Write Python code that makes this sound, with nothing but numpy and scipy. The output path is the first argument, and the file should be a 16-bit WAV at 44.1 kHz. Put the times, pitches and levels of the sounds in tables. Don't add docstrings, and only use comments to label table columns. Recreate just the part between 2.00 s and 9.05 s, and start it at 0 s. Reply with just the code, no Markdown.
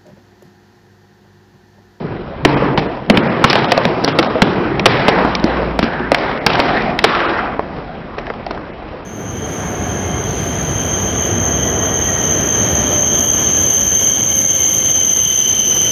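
import sys
import numpy as np
from scipy import signal
from scipy.fft import rfft, irfft, next_fast_len
from scipy.io import wavfile

SR = 44100
rng = np.random.default_rng(int(sys.argv[2]) if len(sys.argv) > 2 else 0)


def magnitude_from_level(level_db):
    exponent = np.asarray(level_db, float) / 20
    return 10 ** exponent


def dump_mix(stems):
    frames = np.atleast_2d(stems).T
    limited = np.clip(frames, -1, 1)
    pcm = np.round(limited * 32767).astype(np.int16)
    wavfile.write(sys.argv[1], SR, pcm)


N = 310905


def in_time(rows):
    s, *columns = np.transpose(rows)
    return np.array([np.interp(np.arange(N) / SR, s, c) for c in columns])


def rms_one(x):
    return x / np.sqrt(np.mean(x ** 2) + 1e-20)


def peak_one(x):
    return x / (np.abs(x).max() + 1e-20)


def drift(rate):
    r = np.exp(-80 * np.pi * rate / SR)
    slow = signal.lfilter([1], [1, -2 * r, r * r], rng.standard_normal(N // 40 + 2002))
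    slow = rms_one(slow[2000:])
    return np.interp(np.arange(N) / 40, np.arange(len(slow)), slow)


def resonate(x, hz, width_hz):
    r = np.exp(-np.pi * width_hz / SR)
    top = np.array([1, 0, -1]) * (1 - r * r) / 2
    return signal.lfilter(top, [1, -2 * r * np.cos(2 * np.pi * hz / SR), r * r], x)


def band(x, low_hz, high_hz, order=2):
    return signal.sosfilt(signal.butter(order, [low_hz, high_hz], "band", fs=SR, output="sos"), x)


# start in seconds, peak in dB, ring in Hz,
# broad crunch in dB re peak, crack in dB re peak.
SPLINTERS = [(0.45, 7, 724, 4, -7.5), (1.173, -1, 684, 11, -9), (1.5, -0.5, 873, -6.5, 14.5),
             (1.53, 0.5, 688, 8, 1), (1.719, 3.5, 720, 8, 5), (2.04, -6, 610, 2.5, 3.5),
             (2.046, 0.5, 845, 21, 25), (2.228, -4, 904, 11, -14), (2.796, -2, 1910, 4, -0.5),
             (3.352, -0.5, 2320, -17, 6.5), (3.398, -14, 2800, -7, -12), (3.441, -1.5, 1160, 1.5, 9),
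             (3.791, -0.5, 594, 2, -5.5), (3.841, -5, 1550, -15, 0), (4.464, 9, 702, 10.5, 11.5),
             (4.554, -2.5, 1000, 27, -17), (5.027, -24.5, 1700, -18, 3), (6.187, -13, 1480, -15, -7),
             (6.215, -27, 1800, 11, 1), (6.268, -11.5, 1350, -31, -18), (6.465, -8, 760, -7, -12),
             (6.547, -21.5, 610, 11, -16)]
# start in seconds, peak in dB, ring in Hz,
# broad crunch in dB re peak, tearing time in ms.
BREAKS = [(0.776, -1.5, 860, 3.5, 19), (1.099, 10, 636, 2, 3.8), (1.441, 9, 978, -6, 8.2),
          (1.505, -1.5, 817, 5, 9.1), (1.555, -0.5, 680, 2, 5.8), (1.645, -4.5, 780, -4, 3.5),
          (1.777, -2.5, 664, -1, 4.3), (1.853, 0.5, 560, 4, 1.9), (2.078, -1.5, 828, 8.5, 20),
          (2.188, 2.5, 625, 5.5, 9.2), (2.246, -8, 675, 2, 5.6), (2.419, 3.5, 615, 7, 8.2),
          (2.857, 10, 728, 6.5, 6.5), (3.082, 2.5, 654, -1.5, 17), (3.114, -18, 713, -2.0, 6.9),
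          (3.828, -1.5, 1280, 1.5, 13), (4.118, 5.5, 575, 2.5, 2.2), (4.146, 1, 1960, 15, 5.1),
          (4.502, -3, 1030, -1, 7.2), (4.593, -1.5, 925, -4.5, 4.3), (4.6, -2, 654, 2, 7.8),
          (4.99, 0, 1980, 4.5, 4.6), (5.041, 6.5, 712, 5.5, 6.9), (5.594, -2.5, 860, -30, 1.9)]
# start in seconds, peak in dB, ring in Hz,
# broad crunch in dB re peak.
TICKS = [(0.644, -24, 867, -4), (1.33, -29, 880, -16), (1.589, -9, 797, 4), (1.824, -16, 686, -9),
         (1.888, -14, 651, 2), (3.249, -4, 670, -16), (3.57, -11, 1080, 1), (3.995, -16, 1610, -4),
         (4.183, -11, 600, 2), (4.376, -13, 2080, -24), (4.694, -16, 1130, -5), (5.15, -3.5, 1280, -13),
         (5.203, -6, 1640, -18), (5.39, -6.5, 1240, -31), (6.183, -10, 870, -11), (6.195, -15, 680, -11),
         (6.301, -10, 1270, -40), (6.338, -19, 883, -4), (6.509, -5, 670, -7), (6.576, -13, 993, -14),
         (1.712, -9, 3000, -9), (1.835, -17, 3180, -11), (4.532, -8.5, 2600, -1), (4.821, -19, 3540, -13),
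         (0.793, -9.5, 800, -4)]
SPLINTER_TEAR_MS, TICK_TEAR_MS = 5.2, 7.7
BREAK_CRACK_DB, TICK_CRACK_DB = -41, -25.5


def fractures():
    return ([(s, db, hz, SPLINTER_TEAR_MS, crunch, crack) for s, db, hz, crunch, crack in SPLINTERS]
            + [(s, db, hz, tear, crunch, BREAK_CRACK_DB) for s, db, hz, crunch, tear in BREAKS]
            + [(s, db, hz, TICK_TEAR_MS, crunch, TICK_CRACK_DB) for s, db, hz, crunch in TICKS])


def snaps(size=2048):
    out, t = np.zeros(N + size), np.arange(size) / SR
    events = fractures()
    chance = rng.standard_normal((len(events), 2, size))
    onset = 1 + 0.99 * np.exp(-t / 0.0015)
    for (s, peak_db, ring_hz, tear_ms, crunch_db, crack_db), (sign, jerk) in zip(events, chance):
        tear = max(tear_ms, 0.5) / 1000
        jerks = sign * magnitude_from_level(2.55 * jerk) * onset
        crack = band(jerks * np.exp(-(t / (0.6 * tear)) ** 2), 2800, 6500)
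        ring = resonate(jerks * np.exp(-(t / (0.7 * tear)) ** 2), ring_hz, 0.6 * ring_hz)
        ring = resonate(ring, ring_hz, 0.9 * ring_hz)
        crunch = band(jerks * np.exp(-(t / tear) ** 2), 460, 3160)
        snap = peak_one(ring) + magnitude_from_level(crack_db) * peak_one(crack) + magnitude_from_level(crunch_db) * peak_one(crunch)
        true_db = peak_db + 0.7 * max(peak_db + 6, 0)
        out[round(s * SR):][:size] += magnitude_from_level(true_db - 1.73) * peak_one(snap)
    return out[:N]


# start in seconds, peak in dB, pitch in Hz,
# time to fall 60 dB in seconds.
THUDS = [(0.453, 11.5, 296, 0.018), (0.619, -7, 462, 0.053), (0.779, -6, 138, 0.043),
         (1.098, 6, 195, 0.054), (1.176, -9, 190, 0.063), (1.445, -4, 171, 0.05), (1.721, -8, 493, 0.07),
         (1.776, -4, 538, 0.031), (1.855, -11, 181, 0.12), (2.042, -7, 359, 0.025), (2.082, -8, 520, 0.017),
         (2.192, -2.5, 338, 0.062), (2.353, -9.5, 494, 0.12), (2.421, 1, 193, 0.047),
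         (2.856, 9.5, 370, 0.041), (3.082, 2, 199, 0.018), (3.246, -9, 231, 0.083), (3.44, -1, 232, 0.055),
         (3.791, -10, 190, 0.048), (3.828, -3.5, 231.6, 0.089), (3.84, -6, 292, 0.019),
         (3.997, -14.5, 247, 0.22), (4.118, -4.5, 275, 0.046), (4.463, -6, 156, 0.048),
         (4.594, 6.5, 382, 0.0096), (5.042, -10.5, 352, 0.069), (5.591, -8.5, 442, 0.03),
         (6.179, -15, 396, 0.04), (6.301, -10, 497, 0.027), (6.508, -22, 456, 0.034)]
THUD_LAG_S = 0.002


def thuds(size=6000):
    out, t = np.zeros(N + size), np.arange(size) / SR
    push = 1 - np.exp(-t / 0.00035)
    for (s, peak_db, hz, t60), (ratio, turn) in zip(THUDS, rng.random((len(THUDS), 2))):
        partner_hz = hz * (1.2 + 0.27 * ratio)
        note = np.sin(2 * np.pi * hz * t) + 0.88 * np.sin(2 * np.pi * (partner_hz * t + turn))
        decay = magnitude_from_level(peak_db + 1.5 - 60 * t / max(t60, 0.005))
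        out[round((s + THUD_LAG_S) * SR):][:size] += decay * push * note
    return out[:N]


def walls(x, wet_db=-14):
    dull, out = band(x, 320, 2700), x.copy()
    for delay_s, db in [(.0021, -22.5), (.0049, -27.5), (.0074, -1.5), (.0113, -15.5), (.0157, -17.5)]:
        delay = round(delay_s * SR)
        out[delay:] += magnitude_from_level(wet_db + db) * dull[:-delay]
    return out


# start in seconds, length in seconds,
# pitch in Hz, width in Hz, level in dB.
LINGER = [(0.414, 0.46, 140.6, 18, -21.5), (0.448, .4, 291, 20, -23), (1.072, 0.25, 181.7, 45, -18.5),
          (1.279, .9, 124.6, 58, -32.5), (1.457, 0.16, 955, 700, -21.5), (2.45, 0.26, 162, 25, -28.5),
          (2.427, 0.4, 345, 86, -20), (2.866, 0.14, 120, 34, -22), (3.072, 0.35, 190.6, 9.8, -23.5),
          (3.828, 0.27, 1594, 300, -26.5), (4.156, 0.31, 2055, 380, -32.5), (4.505, .5, 720, 68, -23.5),
          (5.05, 0.31, 337, 10, -25.5), (5.057, 0.23, 1175, 500, -19.5)]


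def lingering():
    out, white = np.zeros(N), rng.standard_normal(N)
    for s, length, hz, width_hz, db in LINGER:
        a, n = round(s * SR), round(length * SR)
        done = np.arange(n) / n
        note = resonate(resonate(white[a - 4000:a + n], hz, width_hz), hz, 2 * width_hz)
        swell = np.minimum(1, 12 * np.minimum(done, 1 - done))
        out[a:a + n] += magnitude_from_level(db - 1.8 * done ** 2) * swell * rms_one(note[4000:])
    return out


# start in seconds, level in dB, boom in dB re level,
# rasp in dB re level, time held up in seconds.
ECHOES = [(-0.04, -28, 6, -14, 0.16), (0.447, -15.5, -7, -10, 0.23), (0.774, -20.5, -4, -10.5, 0.1),
          (1.097, -18, -0.5, -6, 0.37), (1.439, -26, 1.5, 6, 0.033), (1.532, -16.5, -4.5, -3.5, 0.28),
          (1.718, -26.5, 0, -2.5, 0.12), (1.855, -19, -6, -10, 0.41), (2.045, -28.5, 9, 0.5, 0.081),
          (2.188, -21, -2, -5.5, 0.37), (2.417, -24, 5, -2, 0.45), (2.578, -30, 2.5, -10.5, 0.085),
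          (2.859, -15.5, -8, -3, 0.36), (3.083, -18, -6, -8, 0.5), (3.442, -19.5, -2.5, -9, 0.25),
          (3.792, -25, -1.5, -4.5, 0.34), (4.12, -20, -8.5, -5, 0.24), (4.466, -18, -2.5, -2, 0.12),
          (4.595, -18, -4, -3, 0.29), (4.991, -28.5, 4, -1.5, 0.019), (5.043, -17.5, -8.5, -2.5, 0.41),
          (5.593, -30, -6.5, -12, 0.23), (6.183, -31.5, -7, -21, 0.14), (6.465, -27.5, -11, -15.5, 0.06)]
SAG_DB_PER_S = [
    3.8,
    8.1,
    11,
    44,
]
RELEASE_DB_PER_S = [57, 73, 75, 60]
AMBIENCE_DB = [-32, -32.5, -39.5, -50]
HISS_RE_RASP_DB, ECHO_DELAY_S, SWELL_S = -5.5, 0.0051, 0.022
DUCK_DB, RECOVER_S = -0.5, 0.15


def echo_levels(size=64):
    t = np.arange(0, N + size, size) / SR
    power, dip_db = magnitude_from_level(2 * np.array(AMBIENCE_DB))[:, None], 0
    for s, db, boom_db, rasp_db, held in ECHOES:
        age = np.maximum(t - s - ECHO_DELAY_S, 0)
        start_db = db + np.array([boom_db, 0, rasp_db, rasp_db + HISS_RE_RASP_DB])[:, None]
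        loss_db = np.outer(SAG_DB_PER_S, age)
        loss_db = loss_db + np.outer(RELEASE_DB_PER_S, np.maximum(age - held, 0))
        power = power + magnitude_from_level(2 * (start_db - loss_db)) * (1 - np.exp(-age / SWELL_S))
        dip_db = dip_db + DUCK_DB * (t > s) * np.exp(-age / RECOVER_S) * magnitude_from_level(db + 9.5)
    levels_db = 10 * np.log10(power) + dip_db
    return np.array([np.interp(np.arange(N) / SR, t, row) for row in levels_db])


# lower edge in Hz, upper edge in Hz.
WASH_BANDS_HZ = [
    (90, 350),
    (350, 1200),
    (1200, 3000),
    (3000, 5800),
]
# frequency in Hz, density in dB per Hz.
WASH_COLOUR = [(53, -27.5), (90, -12), (134, -3), (248, -1.5), (333, 0), (618, -0.5), (698, -1),
               (951, -5.5), (1070, -6.5), (1890, -14), (5500, -47.5), (7150, -62.5), (12100, -120)]


def wash(shared_db=0.74, own_db=2.0, crackle_db=3.0):
    edges = 80 * 2 ** np.arange(0, 6.4, 1 / 3)
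    centres = np.sqrt(edges[1:] * edges[:-1])
    hz, per_hz_db = np.transpose(WASH_COLOUR)
    level_db = np.interp(np.log(centres), np.log(hz), per_hz_db) + 10 * np.log10(np.diff(edges))
    usual_db = []
    for low, high in WASH_BANDS_HZ:
        inside = (centres > low) & (centres < high)
        usual_db.append(10 * np.log10(np.sum(magnitude_from_level(2 * level_db[inside]))))
    change_db = echo_levels() - np.array(usual_db)[:, None]
    place = np.interp(np.log(centres), np.log(np.prod(WASH_BANDS_HZ, axis=1)) / 2, np.arange(4))
    white, clumps, out = rng.standard_normal((2, N)), drift(33), 0
    ticks = (rng.random(N) < 70 / SR) * np.minimum(rng.exponential(1, N), 2.2)
    ticks = signal.lfilter([1], [1, -np.exp(-1 / (0.0024 * SR))], ticks)
    ticks = ticks - ticks.mean()
    for k, p in enumerate(place):
        below = min(int(p), 2)
        db = level_db[k] + (below + 1 - p) * change_db[below] + (p - below) * change_db[below + 1]
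        db += shared_db * clumps + own_db * drift(6.1) + crackle_db * p / 3 * ticks
        out = out + magnitude_from_level(db) * rms_one(band(white[k % 2], edges[k], edges[k + 1]))
    return out


# time in seconds, level in dB.
RUMBLE = [(0.0, -37), (0.6, -31), (1.4, -42.5), (2.2, -44), (2.7, -32), (3.3, -36), (4.1, -41), (4.6, -33),
          (5.3, -37.5), (7.05, -35.5)]
# time in seconds, level in dB.
FIRING = [(3.1, -45), (3.22, -28), (3.414, -27), (3.564, -23), (3.776, -22), (3.87, -36), (4.088, -28),
          (4.2, -32), (4.5, -44)]
FIRING_HZ = 58.2


def engine():
    tone_db = np.interp(np.arange(N) / SR, *np.transpose(FIRING), left=-90, right=-90)
    tone = np.sin(2 * np.pi * np.cumsum(FIRING_HZ * (1 + 0.01 * drift(3))) / SR)
    rumble = rms_one(band(rng.standard_normal(N), 33, 80))
    return magnitude_from_level(tone_db - 1) * tone + magnitude_from_level(in_time(RUMBLE)[0]) * rumble


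def scene():
    return (walls(snaps() + thuds()) + wash() + lingering() + engine())[None]


# centre in seconds, thinned above in Hz, nearly empty
# above in Hz.
DROPOUTS = [(.559, 2200, 3500), (.753, 2900, 2900), (.879, 2200, 3700), (1.136, 2300, 3000),
            (1.22, 2400, 4900), (1.288, 3000, 3000), (1.671, 2300, 4300), (2.139, 2300, 3800),
            (2.285, 2300, 4200), (4.4, 2500, 3300), (5.273, 2700, 4200), (6.723, 3100, 3100)]


def starve(x, length=0.036, kept=0.5, kept_above=0.07):
    out, n = x.copy(), round(length * SR)
    hz = np.arange(n // 2 + 1) * SR / n
    strip = (hz // 200).astype(int)
    fade = np.hanning(n) ** 0.7
    for (s, thin_hz, empty_hz), luck in zip(DROPOUTS, rng.random((len(DROPOUTS), 120))):
        a = round(s * SR) - n // 2
        survival = np.where(hz > empty_hz, kept_above, kept)
        lost = (hz > thin_hz) & (luck[strip] > survival)
        out[:, a:a + n] -= irfft(rfft(x[:, a:a + n]) * lost, n) * fade * 0.97
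    return out


def low_pass(x):
    return signal.sosfilt(signal.butter(12, 15800, fs=SR, output="sos"), x)


HEADROOM_DB, FIRST_CUT_HZ, CUT_WIDTH_HZ = 1, 6267, 930


def record(dry):
    overloaded = np.clip(dry, -magnitude_from_level(HEADROOM_DB), magnitude_from_level(HEADROOM_DB))
    size = next_fast_len(N + SR // 10)
    hz = np.arange(size // 2 + 1) * SR / size
    passed = np.sin(np.pi / 2 * np.clip((FIRST_CUT_HZ - hz) / CUT_WIDTH_HZ, 0, 1)) ** 2
    narrow = irfft(rfft(starve(overloaded), size) * passed, size)[:, :N]
    fade_out = np.minimum(1, np.arange(N, 0, -1) / 200)
    return low_pass(np.clip(narrow, -1, 1) * fade_out)


dry = scene()
out = record(dry)
dump_mix(out)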